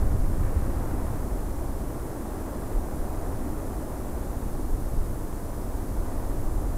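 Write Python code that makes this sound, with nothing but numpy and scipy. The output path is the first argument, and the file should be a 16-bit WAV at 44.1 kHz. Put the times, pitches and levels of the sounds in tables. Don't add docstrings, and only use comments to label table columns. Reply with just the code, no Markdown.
import sys
import numpy as np
from scipy import signal
from scipy.fft import rfft, irfft, next_fast_len
from scipy.io import wavfile
from scipy.ndimage import uniform_filter1d

SR = 44100
rng = np.random.default_rng(int(sys.argv[2]) if len(sys.argv) > 2 else 0)


def store_pcm(level_fs):
    pcm = np.round(np.clip(level_fs, -1, 1) * 32767).astype(np.int16)
    wavfile.write(sys.argv[1], SR, np.atleast_2d(pcm).T)


N = 298557

# frequency in Hz, relative density in dB.
JET_SPECTRUM = [(60, -29), (130, -7), (190, -3.5), (250, -1.5), (310, -1), (370, -4), (460, -8),
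                (620, -8.5), (850, -12.5), (1150, -17), (1700, -29.5), (2500, -37), (5000, -63)]
# frequency in Hz, relative density in dB.
IMPACT_SPECTRUM = [(400, -1), (900, 3.5), (1400, 2), (1800, -0.5), (2300, -10), (3000, -17), (5000, -25),
                   (9000, -46)]


def undb(db):
    return 10 ** (np.asarray(db) / 20)


def unit(x):
    return x / np.sqrt(np.mean(x ** 2))


def contour(points):
    return np.interp(np.arange(N) / SR, *np.transpose(points))


def swell(peak_s, attack_s, release_s, db):
    return contour([(peak_s - attack_s, 0), (peak_s, db), (peak_s + release_s, 0)])


def colour(x, spectrum):
    size = next_fast_len(N + SR // 2)
    hz, db = np.transpose(spectrum)
    bin_hz = np.maximum(np.arange(size // 2 + 1) * SR / size, 1)
    response = undb(np.interp(np.log(bin_hz), np.log(hz), db))
    return irfft(rfft(x, size) * response, size)[:N]


def noise(spectrum):
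    return unit(colour(rng.standard_normal(N), spectrum))


def steady(x, span_s):
    size = int(span_s * SR)
    return x / np.sqrt(uniform_filter1d(uniform_filter1d(x ** 2, size), size))


def shower(per_s, spread_db):
    hits = rng.random(N) < per_s / SR
    sizes = undb(spread_db * np.minimum(rng.standard_normal(N), 2))
    return hits * sizes * rng.choice([-1, 1], N)


def add(track, s, sound):
    start = max(int(s * SR), 0)
    track[start:start + len(sound)] += sound[:N - start]


def wind(breeze_db=-31, small_growth=0.56):
    # time in seconds, relative level in dB.
    gusts = [(0, -20.5), (0.45, -26), (1.3, -30), (1.7, -29.5), (2.1, -36), (3.35, -29.5), (3.9, -34.4),
             (4.8, -26.7), (5.45, -33), (6.45, -26), (6.77, -27)]
    # frequency in Hz, relative density in dB.
    large_spectrum = [(4, -16), (10, -1.5), (22, -0.5), (40, -4.5), (60, -9.5), (100, -24), (250, -56),
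                      (600, -86)]
    small_spectrum = [(25, -17), (50, -5.5), (72, -1.5), (110, -4.5), (160, -16), (300, -31.5), (1200, -61)]
    # peak, attack and release in seconds, rise in dB.
    squall = (.45, 1, .95, 5.2)
    gust_db = contour(gusts)
    small_db = breeze_db + small_growth * (gust_db - breeze_db) + swell(*squall)
    large = undb(gust_db + 0.2) * steady(noise(large_spectrum), span_s=0.056)
    small = undb(small_db - 6.5) * steady(noise(small_spectrum), span_s=0.091)
    return large + small


def jet(roar_db):
    boil = unit(colour(shower(per_s=1100, spread_db=3), JET_SPECTRUM))
    return undb(roar_db + 1.08) * steady(undb(-4) * boil + noise(JET_SPECTRUM), span_s=0.2)


def spatter(spatter_db):
    drops = shower(per_s=1500, spread_db=4)
    return undb(spatter_db + 1) * unit(colour(drops, IMPACT_SPECTRUM))


def hiss(level_db=-50):
    # frequency in Hz, relative density in dB.
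    hiss_spectrum = [(500, 2.5), (2500, -10.5), (3500, -7.5), (4600, -6.5), (6300, -3.5), (8000, -1.3),
                     (10000, 0.5), (12000, -0.9), (14000, -3), (15500, -4.5)]
    return undb(level_db) * noise(hiss_spectrum)


def buffets(half_width_cycles=0.76, gain_db=-2):
    # centre in seconds, relative level in dB, frequency in Hz.
    strong_eddies = [(0.148, -18, 91), (0.246, -19, 30), (0.407, -23, 85), (.43, -17, 30),
                     (0.575, -13.5, 66), (0.709, -22, 50), (1.11, -22, 94.5), (1.319, -18, 45),
                     (2.774, -13.5, 34), (3.02, -21.5, 28), (4.746, -17, 24.8), (4.991, -16, 23.6),
                     (5.749, -19, 55.3), (5.983, -20, 29.6), (6.479, -20.5, 27), (6.568, -14, 27.7)]
    out, t = np.zeros(N), np.arange(-SR // 10, SR // 10) / SR
    for s, db, hz in strong_eddies:
        envelope = np.exp(-(t * hz / half_width_cycles) ** 2)
        add(out, s + t[0], undb(db + gain_db) * envelope * np.sin(2 * np.pi * hz * t))
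    return out


def clots(decay_s=0.01, gain_db=-8):
    # start in seconds, relative level in dB.
    landings = [(0.429, -37), (0.4638, -34), (0.7632, -39), (0.7946, -42), (0.9108, -34), (0.9482, -40),
                (1.5864, -40), (3.244, -48), (5.8301, -44), (6.2687, -40)]
    envelope, t = np.zeros(N), np.arange(SR // 10) / SR
    for s, db in landings:
        add(envelope, s, undb(db + gain_db) * np.exp(-t / decay_s))
    return envelope * noise(IMPACT_SPECTRUM)


def bursts(rise_cycles=1.75, gain_db=-3):
    # start in seconds, relative level in dB, frequency in Hz.
    large_bubbles = [(.7, -30, 330), (.843, -33, 347), (0.93, -23, 308), (3.404, -30, 252),
                     (3.46, -26, 295), (4.593, -27, 308)]
    out, t = np.zeros(N), np.arange(SR // 10) / SR
    for s, db, hz in large_bubbles:
        age = t * hz / rise_cycles
        envelope = age * np.exp(1 - age)
        add(out, s, undb(db + gain_db) * envelope * np.sin(2 * np.pi * hz * t))
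    return out


def scene():
    # time in seconds, relative level in dB.
    fountain = [(0, -36), (0.25, -37.5), (0.85, -36), (1.5, -38), (2.4, -37), (3.5, -37), (4.3, -38),
                (5.35, -39.5), (6.1, -37.5), (6.77, -38)]
    # peak, attack and release in seconds, rise in dB.
    downpour = (0.68, 0.95, 0.8, 3.2)
    # frequency in Hz, gain of the diffuse share in dB.
    side_response = [(60, -46), (110, -37), (200, -32), (380, -28.5), (700, -24), (1300, -19.5),
                     (2400, -15), (4400, -13.3), (8000, -14.4), (15000, -13.6)]
    roar_db = contour(fountain)
    spatter_db = roar_db - 16.5 + swell(*downpour)
    lava = jet(roar_db) + spatter(spatter_db) + clots() + bursts()
    mid = lava + wind() + buffets() + hiss()
    diffuse = undb(roar_db) * noise(JET_SPECTRUM) + undb(spatter_db) * noise(IMPACT_SPECTRUM) + hiss()
    side = colour(diffuse, side_response)
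    return np.array([mid + side, mid - side])


def record(dry, cutoff_hz=15500):
    return signal.sosfilt(signal.ellip(10, .1, 80, cutoff_hz, fs=SR, output="sos"), dry)


dry = scene()
out = record(dry)
store_pcm(out)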